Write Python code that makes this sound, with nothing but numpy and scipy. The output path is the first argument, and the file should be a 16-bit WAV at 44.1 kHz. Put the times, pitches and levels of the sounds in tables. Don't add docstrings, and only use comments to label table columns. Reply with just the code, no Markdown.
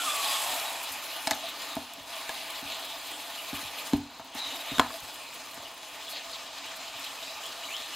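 import sys
import numpy as np
from scipy import signal
from scipy.io import wavfile
from scipy.ndimage import uniform_filter1d

SR = 44100
rng = np.random.default_rng(int(sys.argv[2]) if len(sys.argv) > 2 else 0)


def volts_from_decibels(level):
    exponent = np.asarray(level, float) / 20
    return 10 ** exponent


def transcribe(signal):
    frames = np.atleast_2d(signal).T
    limited = np.clip(frames, -1, 1)
    pcm = np.round(limited * 32767).astype(np.int16)
    wavfile.write(sys.argv[1], SR, pcm)


N = 350595


def rms_one(x):
    return x / np.sqrt(np.mean(x ** 2) + 1e-20)


def in_time(rows):
    s, *columns = np.transpose(rows)
    return [np.interp(np.arange(N) / SR, s, column) for column in columns]


def at_hz(points, hz):
    point_hz, point_db = np.transpose(points)
    return np.interp(np.log(hz), np.log(point_hz), point_db)


def drift(rate_hz):
    r = np.exp(-80 * np.pi * rate_hz / SR)
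    slow = signal.lfilter([1], [1, -2 * r, r * r], rng.standard_normal(N // 40 + 2002))
    slow = slow[2000:]
    return np.interp(np.arange(N) / 40, np.arange(len(slow)), rms_one(slow - slow.mean()))


def band(x, low_hz, high_hz):
    return signal.sosfilt(signal.butter(2, [low_hz, high_hz], "band", fs=SR, output="sos"), x)


def resonance(x, hz, width_hz):
    r = np.exp(-np.pi * width_hz / SR)
    zeros = np.array([1, 0, -1]) * (1 - r * r) / 2
    return signal.lfilter(zeros, [1, -2 * r * np.cos(2 * np.pi * hz / SR), r * r], x)


def dying(starts, t60_s):
    return signal.lfilter([1], [1, -volts_from_decibels(-60 / (t60_s * SR))], starts)


def grains(per_s, spread_db):
    sizes = volts_from_decibels(spread_db * np.minimum(rng.exponential(1, N), 5)) * rng.choice([-1, 1], N)
    return rms_one(sizes * (rng.random(N) < per_s / SR))


def frying_strength():
    # time in seconds, vigour in dB, fine mist of fat in dB.
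    fry = [(0, 8, 5), (.3, 10, 7), (.6, 7.5, 9), (.8, 5.5, 3), (1.15, 3, 6), (1.5, 3, 2), (2.3, 3, 4),
           (3.2, 1.5, 5), (3.6, 2.5, 4.5), (4.5, 4, -0.5), (4.85, 2, 3.5), (5.25, -1.5, 2.5),
           (5.6, -1, -0.5), (6.1, 1.2, 3.5), (6.65, 2, -1), (7.0, 2.5, 5), (7.95, 2, 5.5)]
    # press starts, seam sealed and let go in seconds, loss in dB.
    presses = [
        (1.68, 1.963, 2.06, -4.5),
        (3.9, 4.024, 4.325, -6),
        (5.6, 5.744, 5.93, -1.5),
    ]
    # dB per dB, for the cupping hands plain dB.
    vigour_share = [1.04, 1.05, 0.64, 0.97]
    spray_share = [0.093, 0.081, 0.19, 0.86]
    seal_share = [1.53, 1.6, 1.5, 2.1]
    cupped_db = [1.63, 0.8, -0.5, 4]
    reopen_s, hands_away_s = 0.04, 5.96

    vigour, mist = in_time(fry)
    sealed = 0
    for start, shut, free, loss_db in presses:
        sealed = sealed + in_time([(start, 0), (shut, loss_db), (free, loss_db), (free + reopen_s, 0)])[0]
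    cupped, = in_time([(hands_away_s, 1), (hands_away_s + reopen_s, 0)])
    shares = np.transpose([vigour_share, spray_share, seal_share, cupped_db])
    return shares @ [vigour, mist, sealed, cupped]


def sizzle():
    fry_centres_hz = [900, 3200, 7700, 9600]
    # frequency in Hz, level in dB per Hz.
    spectrum = [(18, -52), (30, -15), (239, -15.5), (280, -16), (461, -7), (684, -4.5), (844, -3.5),
                (1190, -7), (2120, -4.5), (3400, -1), (6720, -5.5), (8740, -12), (14000, -17), (16000, -18)]
    # frequency in Hz, side minus mid in dB.
    stereo_width = [(60, -19), (110, -17), (200, -37), (380, -30), (700, -28.5), (1290, -29), (2380, -14),
                    (4400, -15), (8120, -7), (11500, -5.5), (15000, -5)]
    # frequency in Hz, width in Hz, level over the sizzle in dB.
    hollows = [(277.8, 28.5, 11), (669.4, 41.6, 8.5), (853, 60, 0.5), (1073, 66, -0.5), (1200, 73, 4),
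               (1452, 33, -6), (1797, 51, -4.5), (2490, 480, -5), (2897, 39, -5), (3400, 51, -4),
               (3860, 59, -0.5), (4165, 43, 1), (4810, 28, -4.5)]
    level_of_all_db, steady = -40, slice(6 * SR, None)

    strength = uniform_filter1d(frying_strength(), size=SR // 30, axis=1)
    strength -= strength[:, steady].mean(axis=1, keepdims=True)
    surge, spray = drift(18.0), drift(24.0)
    bursts = grains(2500 * volts_from_decibels(3.0 * surge), spread_db=9.5)
    white = rng.standard_normal((2, 2, N))
    bass, middle = np.geomspace(28, 450, 8)[:-1], np.geomspace(450, 4500, 11)[:-1]
    edges = np.r_[bass, middle, np.geomspace(4500, 17500, 12)]
    out = 0
    for k, (low, high) in enumerate(zip(edges, edges[1:])):
        hz = np.sqrt(low * high)
        place = np.interp(np.log(hz), np.log(fry_centres_hz), np.arange(4))
        below = min(int(place), 2)
        level_db = strength[below] + (place - below) * (strength[below + 1] - strength[below])
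        level_db = level_db * np.clip((hz - 130) / 620, .05, 1)
        bright = np.clip(hz / 9000, 0, 1)
        flicker_db = (0.51 + 0.44 * bright) * surge + 0.66 * (hz > 8500) * spray
        flicker_db = flicker_db + 1.5 * drift(13.3) + bright * drift(2.6)
        share = 0.16 + 0.14 * bright
        source = np.sqrt(1 - share) * white[k % 2] + np.sqrt(share) * bursts * [[1], [.6]]
        gain = volts_from_decibels(at_hz(spectrum, min(hz, 15000)) + level_db + flicker_db)
        out = out + gain * band(source, low, high) * [[1], [volts_from_decibels(at_hz(stereo_width, hz))]]
    out = out + sum(volts_from_decibels(db + 2.45 * drift(6.8)) * resonance(out, hz, width) for hz, width, db in hollows)
    return volts_from_decibels(level_of_all_db) * out / out[0, steady].std()


def jet():
    # time in seconds, level in dB.
    jet_level = [
        (0, -36),
        (.15, -36),
        (.55, -40.5),
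        (.7, -48),
        (.9, -49.5),
        (1.2, -77),
        (1.5, -99),
    ]
    # frequency in Hz, width in Hz, level in dB.
    nozzle = [(4900, 500, 8.5), (6150, 900, 7.5), (7300, 1600, 9), (8400, 630, 10), (10540, 580, 8.5),
              (11800, 870, 4)]
    noise = rng.standard_normal(N) * volts_from_decibels(2.5 * drift(10.4))
    shaped = 0
    for k, (hz, width, db) in enumerate(nozzle):
        shaped = shaped + volts_from_decibels(db) * (-1) ** k * resonance(noise, hz, width)
    return volts_from_decibels(in_time(jet_level)[0]) * rms_one(band(shaped, 4500, 12200))


def whistle(hz, width_hz, steady):
    low_pass = signal.butter(2, width_hz / 2, fs=SR, output="sos")
    slow = signal.sosfilt(low_pass, rng.standard_normal((2, len(hz) + 999)))[:, 999:]
    slow = rms_one(slow)
    turn = 2 * np.pi * np.cumsum(hz) / SR
    return rms_one((steady + slow[0]) * np.cos(turn) + slow[1] * np.sin(turn))


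def steam_whistles():
    # time in seconds, pitch in Hz, level in dB.
    closing = [
        (0, 1418, -32.5),
        (.05, 1350, -44),
        (.08, 1200, -32.5),
        (.18, 1144, -37),
        (.33, 1090, -40.5),
        (.42, 1075, -42),
        (.5, 1040, -47),
    ]
    # time in seconds, pitch in Hz, level in dB.
    sigh = [
        (.4, 897, -63),
        (.44, 800, -39.5),
        (.55, 800, -38),
        (.63, 800, -44),
        (.8, 952, -43.5),
        (1.0, 944, -55),
    ]
    # start and length in seconds, from Hz, to Hz, level in dB.
    squeaks = [(0.221, 0.2, 3500, 3400, -40), (1.688, .07, 3920, 3700, -45),
               (5.647, 0.034, 2910, 3000, -44.5), (0.27, 0.05, 4900, 4850, -36),
               (3.375, 0.042, 2900, 2900, -41), (4.376, 0.13, 3870, 3860, -36),
               (4.481, .1, 3850, 3730, -41.5), (4.479, 0.093, 2950, 2920, -44),
               (4.671, 0.14, 3700, 3810, -40.5), (6.069, 0.035, 3300, 3500, -43),
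               (6.635, 0.065, 2620, 3360, -47), (6.824, 0.033, 2330, 2630, -46),
               (6.85, 0.053, 2750, 3250, -48.5), (6.925, .035, 2430, 2500, -47),
               (7.173, 0.021, 2500, 2620, -46), (7.24, 0.03, 3250, 3500, -48),
               (7.428, 0.063, 2890, 3550, -43), (7.27, .08, 3800, 4050, -45),
               (7.515, 0.022, 4600, 4620, -44), (7.618, 0.041, 2630, 3200, -42.5),
               (7.684, .06, 2200, 2850, -40), (7.735, .045, 2900, 3470, -36),
               (7.045, 0.033, 2500, 3520, -44), (.64, 0.081, 3850, 3850, -43),
               (0.837, .05, 3900, 3950, -45), (0.053, 0.1, 3400, 3450, -37), (.56, 0.094, 2400, 2360, -44),
               (4.368, .09, 4100, 4030, -41), (4.59, 0.035, 3850, 3850, -42),
               (7.925, 0.035, 2900, 3000, -42)]
    # start and length in seconds, from Hz, to Hz, level in dB.
    puffs = [(1.44, 0.085, 3600, 3830, -40), (6.1, 0.099, 4120, 4200, -40), (6.127, 0.1, 3300, 2810, -43.5),
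             (.2, 0.18, 3680, 3500, -36), (2.652, .15, 3420, 3340, -42), (2.818, .17, 3220, 3600, -42.5),
             (2.977, 0.2, 3240, 3290, -48), (4.665, .07, 2950, 2800, -40.5), (.45, .1, 3800, 3500, -40),
             (6.86, .08, 3000, 3300, -50), (7.77, .06, 3700, 3700, -43), (2.405, .025, 4200, 4000, -43),
             (2.7, .05, 4000, 3700, -43), (2.53, .08, 3800, 4400, -43.5), (3.11, .06, 3300, 3300, -44.5),
             (3.66, .04, 3500, 3300, -44), (7.222, .025, 3500, 3500, -43),
             (6.325, 0.042, 4300, 3600, -38.5), (7.22, .15, 3600, 5600, -48),
             (7.784, .11, 3440, 4200, -43.5), (7.026, 0.067, 3900, 3660, -43.5)]
    squeak_width_hz, puff_width_hz = 360, 950

    hz, level_db = in_time([*closing, (0.7, 1000, -99)])
    out = volts_from_decibels(level_db) * whistle(hz, width_hz=120, steady=1.7)
    hz, level_db = in_time(sigh)
    out += volts_from_decibels(level_db) * whistle(hz, width_hz=283, steady=0.4)
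    for rows, width in [(squeaks, squeak_width_hz), (puffs, puff_width_hz)]:
        for s, length, from_hz, to_hz, db in rows:
            at, n = round(s * SR), round(length * SR)
            swell = np.abs(np.sin(np.linspace(0, np.pi, n))) ** 0.39
            tone = whistle(np.linspace(from_hz, to_hz, n), width, steady=squeak_width_hz / width)
            out[at:at + n] += (volts_from_decibels(db) * swell * tone)[:N - at]
    return out


def ticks():
    shape = dying(np.abs(grains(per_s=44, spread_db=2.0)) + 1e-18, t60_s=0.01)
    return volts_from_decibels(-64) * rms_one(band(shape * rng.standard_normal(N), 9000, 16500))


def spits():
    # start in seconds, peak in dB, body re peak in dB, length in seconds.
    droplets = [(0.69, -33, -12, 0.03), (0.822, -28.5, -12, 0.041), (0.912, -27.5, -14, 0.036),
                (1.345, -32, -4, 0.015), (1.481, -32, -42, 0.029), (1.752, -27.5, -7, 0.006),
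                (1.935, -28, -14, 0.0051), (2.5, -29, -38, 0.013), (2.846, -32, -22, 0.022),
                (3.0694, -32, -4.5, 0.0069), (3.539, -32.5, 13.5, 0.054), (3.772, -32.5, 12, 0.056),
                (3.866, -30, 0, 0.014), (3.965, -37, -4.5, 0.014), (4.346, -33.5, -12, 0.01),
                (4.555, -31.5, 11, 0.013), (4.598, -33, 10, 0.033), (4.955, -34.5, -4, 0.021),
                (5, -32.5, -18.5, 0.0086), (5.135, -37.5, -12.5, 0.029), (5.3183, -50, -22, 0.014),
                (5.335, -35, -17.5, 0.031), (5.541, -32, -15, 0.01), (6.082, -32, -9.5, 0.067),
                (6.6932, -47, 0, 0.0078), (6.756, -35, -23.5, 0.028), (6.995, -33, -20, 0.006),
                (7.041, -32, -9, 0.016), (7.524, -42, 19.5, 0.01), (7.756, -42, 4, 0.008)]
    shape = np.zeros((2, N))
    for s, peak_db, body_db, length in droplets:
        t = np.arange(int(.15 * SR)) / SR / length
        at = round(s * SR)
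        puff = (3 * t * np.exp(1 - 3 * t)) ** 2 * volts_from_decibels([[peak_db - 6.5], [peak_db + body_db - 7]])
        shape[:, at:at + len(t)] += puff[:, :N - at]
    bright, body = shape * rng.standard_normal((2, N))
    return band(bright, 6200, 15000) + band(body, 2200, 3700)


def taps():
    # start in seconds, peak in dB, frequency in Hz, T60 in seconds.
    contacts = [(0.755, -29, 2490, .03), (1.2695, -29, 11300, .006), (1.272, -24, 4000, .006),
                (1.2733, -17.5, 5000, .007), (1.2734, -23.5, 7200, .006), (1.275, -21, 2000, .009),
                (1.2775, -22, 8500, .006), (1.278, -20, 5030, .008), (1.3094, -13.5, 4200, .008),
                (1.31, -15, 7300, .006), (1.3093, -20, 11700, .006), (1.3098, -21, 5800, .005),
                (1.3125, -17.5, 2040, .009), (1.3127, -17, 4300, .007), (1.3158, -24, 9500, .007),
                (1.316, -24, 7800, .008), (1.3165, -21, 2020, 0.0098), (1.3168, -25, 5030, .007),
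                (1.3225, -24, 4400, .012), (1.3333, -23, 3800, .016), (2.2927, -27, 1690, 0.04),
                (4.7826, -19, 1510, .014), (4.783, -24, 3500, .012), (4.7835, -31, 10700, .008),
                (4.784, -31, 7600, .008), (4.7951, -17, 3500, 0.0058), (4.7956, -23, 10700, .006),
                (4.7966, -10, 3500, .007), (4.796, -19, 6300, .006), (4.7963, -9, 1030, .03),
                (4.7964, -15, 1440, .02), (4.8, -28, 4700, .008), (4.801, -24, 6800, .007),
                (4.802, -27, 2400, .008), (4.815, -22, 1050, .03), (4.846, -28, 990, .04),
                (4.862, -31, 996, .04), (4.905, -32, 1100, .04), (7.226, -37, 3350, .04),
                (7.228, -34, 3670, .03), (7.522, -38, 4606, .02), (7.652, -30.5, 3950, .03),
                (7.654, -38.5, 4650, 0.034), (7.766, -30, 5300, .018), (7.766, -30, 3800, 0.022),
                (7.767, -35, 4600, .015), (7.043, -30, 4100, 0.027)]
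    t, out = np.arange(int(.05 * SR)) / SR, np.zeros(N + SR)
    attack = np.minimum(t / .00015, 1)
    for s, db, hz, t60 in contacts:
        at = round(s * SR)
        slip = 1 + 1.5 * uniform_filter1d(rng.standard_normal(len(t)), size=9)
        out[at:at + len(t)] += volts_from_decibels(db - 60 * t / t60) * attack * np.sin(2 * np.pi * hz * t) * slip
    return out[:N]


def struck(times, levels_db, modes, soft_hz, sign=-1):
    at, out = np.round(times * SR).astype(int), np.zeros(N)
    chance_db = rng.normal(0, 2.1, (len(at), len(modes)))
    for k, (hz, db, t60) in enumerate(modes):
        clicks = np.full(N, 1e-18)
        clicks[at] = volts_from_decibels(levels_db + db + chance_db[:, k]) * sign ** k
        r, w = volts_from_decibels(-60 / (t60 * SR)), 2 * np.pi * hz / SR
        out += signal.lfilter([0, np.sin(w)], [1, -2 * r * np.cos(w), r * r], clicks)
    return signal.sosfilt(signal.butter(2, soft_hz, fs=SR, output="sos"), out)


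def knocks():
    # time in seconds, peak in dB.
    jolts = [(0.898, -65.5), (1.309, -58), (1.77, -58), (1.999, -65), (2.643, -60), (3.532, -54.5),
             (3.639, -57.5), (3.934, -41.5), (3.991, -53), (4.05, -63), (4.201, -65.5), (4.35, -65),
             (4.46, -67.5), (4.72, -52), (4.793, -48), (4.87, -61), (5.02, -59), (5.586, -63.5),
             (5.81, -89), (6.95, -67)]
    # time in seconds, thud peak in dB,
    # then hollow rap, latch rap and crack in dB re thud.
    blows = [(1.2708, -36, 15.5, 6, 13), (1.309, -33.5, 13, 6, 13.5), (1.766, -29, 4.5, -9, -5.5),
             (1.981, -49.5, -19, -22, 7), (2.292, -44.5, 13.5, 14, 17.5), (2.626, -40.5, -16, -26, -12),
             (2.658, -48, -12, -7, 1), (2.72, -56, 4.5, 1, 22.5), (3.529, -30, -9, -23.5, -5.5),
             (3.629, -44, -6, -10, -4), (3.926, -39, 0, 7, 0), (3.9327, -16, -11, -24, -11.5),
             (4.195, -44, 8, 9, -1.5), (4.35, -38.5, 4, -2, -3), (4.716, -36, -18, -2, -1),
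             (4.782, -31.5, -1, 2, 5), (4.794, -24, 0, 7, 1), (4.7955, -34, 9, 15.5, 6),
             (5.036, -63, 9, -6, 5), (5.574, -46, -6, 2, 5)]
    # frequency in Hz, level in dB, T60 in seconds.
    boom_modes = [(51, 10, 0.09), (87.6, 7, 0.24), (135, 14, 0.12)]
    thud_modes = [(185, -19, 0.012), (245.4, -8, 0.33), (270, 3, 0.085), (283.5, -5, 0.25),
                  (352, -45, 0.042), (390, -18, 0.28), (523, -17, 0.041)]
    rap_modes = [(644, 0.5, 0.047), (702, -0.5, 0.039), (770, -1, 0.081), (867, 7, 0.019)]
    latch_modes = [(500, -2.5, 0.037), (963, -4, 0.083), (1050, 0.5, 0.073), (1200, -13, 0.037),
                   (1300, 1.5, 0.026), (1550, 3.5, 0.027)]
    crack_modes = [(1705, 0, 0.016), (2230, -1, 0.019), (3100, 4, 0.0077), (3670, 3.5, 0.0086),
                   (4200, 4.5, 0.011), (5360, -2.5, 0.011), (6200, 1, 0.008), (7300, 0, 0.014)]

    s, thud_db, rap_db, latch_db, crack_db = np.transpose(blows)
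    s = s + 0.000957
    at = np.round(s * SR).astype(int)
    hard = struck(s, thud_db + rap_db - 4.5, rap_modes, soft_hz=3000)
    hard += struck(s, thud_db + latch_db - 10.5, latch_modes, soft_hz=4000, sign=0.93)
    hard += struck(s, thud_db + crack_db - 5.0, crack_modes, soft_hz=13800)
    marks = np.full(N, 1e-18)
    marks[at] = volts_from_decibels(thud_db + crack_db - 0.5)
    snap = dying(marks, t60_s=0.0062) * rng.standard_normal(N)
    hard += band(snap, 1800, 12500)
    marks[at] = volts_from_decibels(thud_db + latch_db - 3.0)
    buzz = dying(marks, t60_s=0.2) * rng.standard_normal(N)
    hard += band(buzz, 780, 1480)
    rebound = round(.0058 * SR)
    hard[rebound:] += volts_from_decibels(-10.5) * hard[:-rebound]
    soft = band(struck(s, thud_db - 3.5, thud_modes, soft_hz=700, sign=0.98), 88, 1700)
    soft = soft + struck(*np.transpose(jolts), boom_modes, soft_hz=138)
    soft = signal.sosfilt(signal.butter(2, 45, "high", fs=SR, output="sos"), soft)
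    return soft, band(hard, 340, 14000)


def room(x):
    t60_s, level_db = 0.3, -11
    t = np.arange(int(.6 * SR)) / SR
    tail = rng.standard_normal((2, len(t))) * volts_from_decibels(-60 * t / t60_s) * (t > .004)
    tail = signal.lfilter([.5], [1, -.55], tail)
    tail = tail / np.sqrt((tail ** 2).sum(axis=1, keepdims=True))
    return volts_from_decibels(level_db) * signal.fftconvolve(x[None], tail)[:, :N]


def scene():
    # frequency in Hz, width in Hz, depth from 0 to 1.
    dips = [(4350, 910, 0.18), (5800, 890, 0.46), (9330, 2000, 0.26), (13100, 280, 0), (15650, 570, 0.6)]
    # frequency in Hz, width in Hz, share added left and taken right.
    ports = [(8200, 740, -.3), (9300, 900, 0.38), (11000, 900, -0.19), (12300, 1200, 0.15),
             (13500, 900, -0.086)]

    mid, side = sizzle()
    soft, hard = knocks()
    wet = room(hard + .15 * soft)
    hard = hard + taps()
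    mid = mid + soft + hard + spits() + steam_whistles()
    for hz, width, depth in dips:
        mid = mid - depth * resonance(mid, hz, width)
    mid = mid + wet[0] + jet() + ticks()
    bent = np.r_[np.zeros(4), np.gradient(mid)[:-4]]
    side = side + 0.038 * bent
    side = side + 0.34 * band(wet[1], 2200, 16000) + volts_from_decibels(-23.0) * wet[1]
    side = side + volts_from_decibels(-45.0) * soft + volts_from_decibels(-32.0) * hard
    side = side + sum(share * resonance(mid, hz, width) for hz, width, share in ports)
    return np.array([mid + side, mid - side])


def roll_off(x):
    return signal.sosfilt(signal.butter(12, 16720, fs=SR, output="sos"), x)


def record(dry):
    steep = signal.ellip(14, .5, 45, 15780, fs=SR, output="sos")
    return roll_off(signal.sosfilt(steep, dry))


dry = scene()
out = record(dry)
transcribe(out)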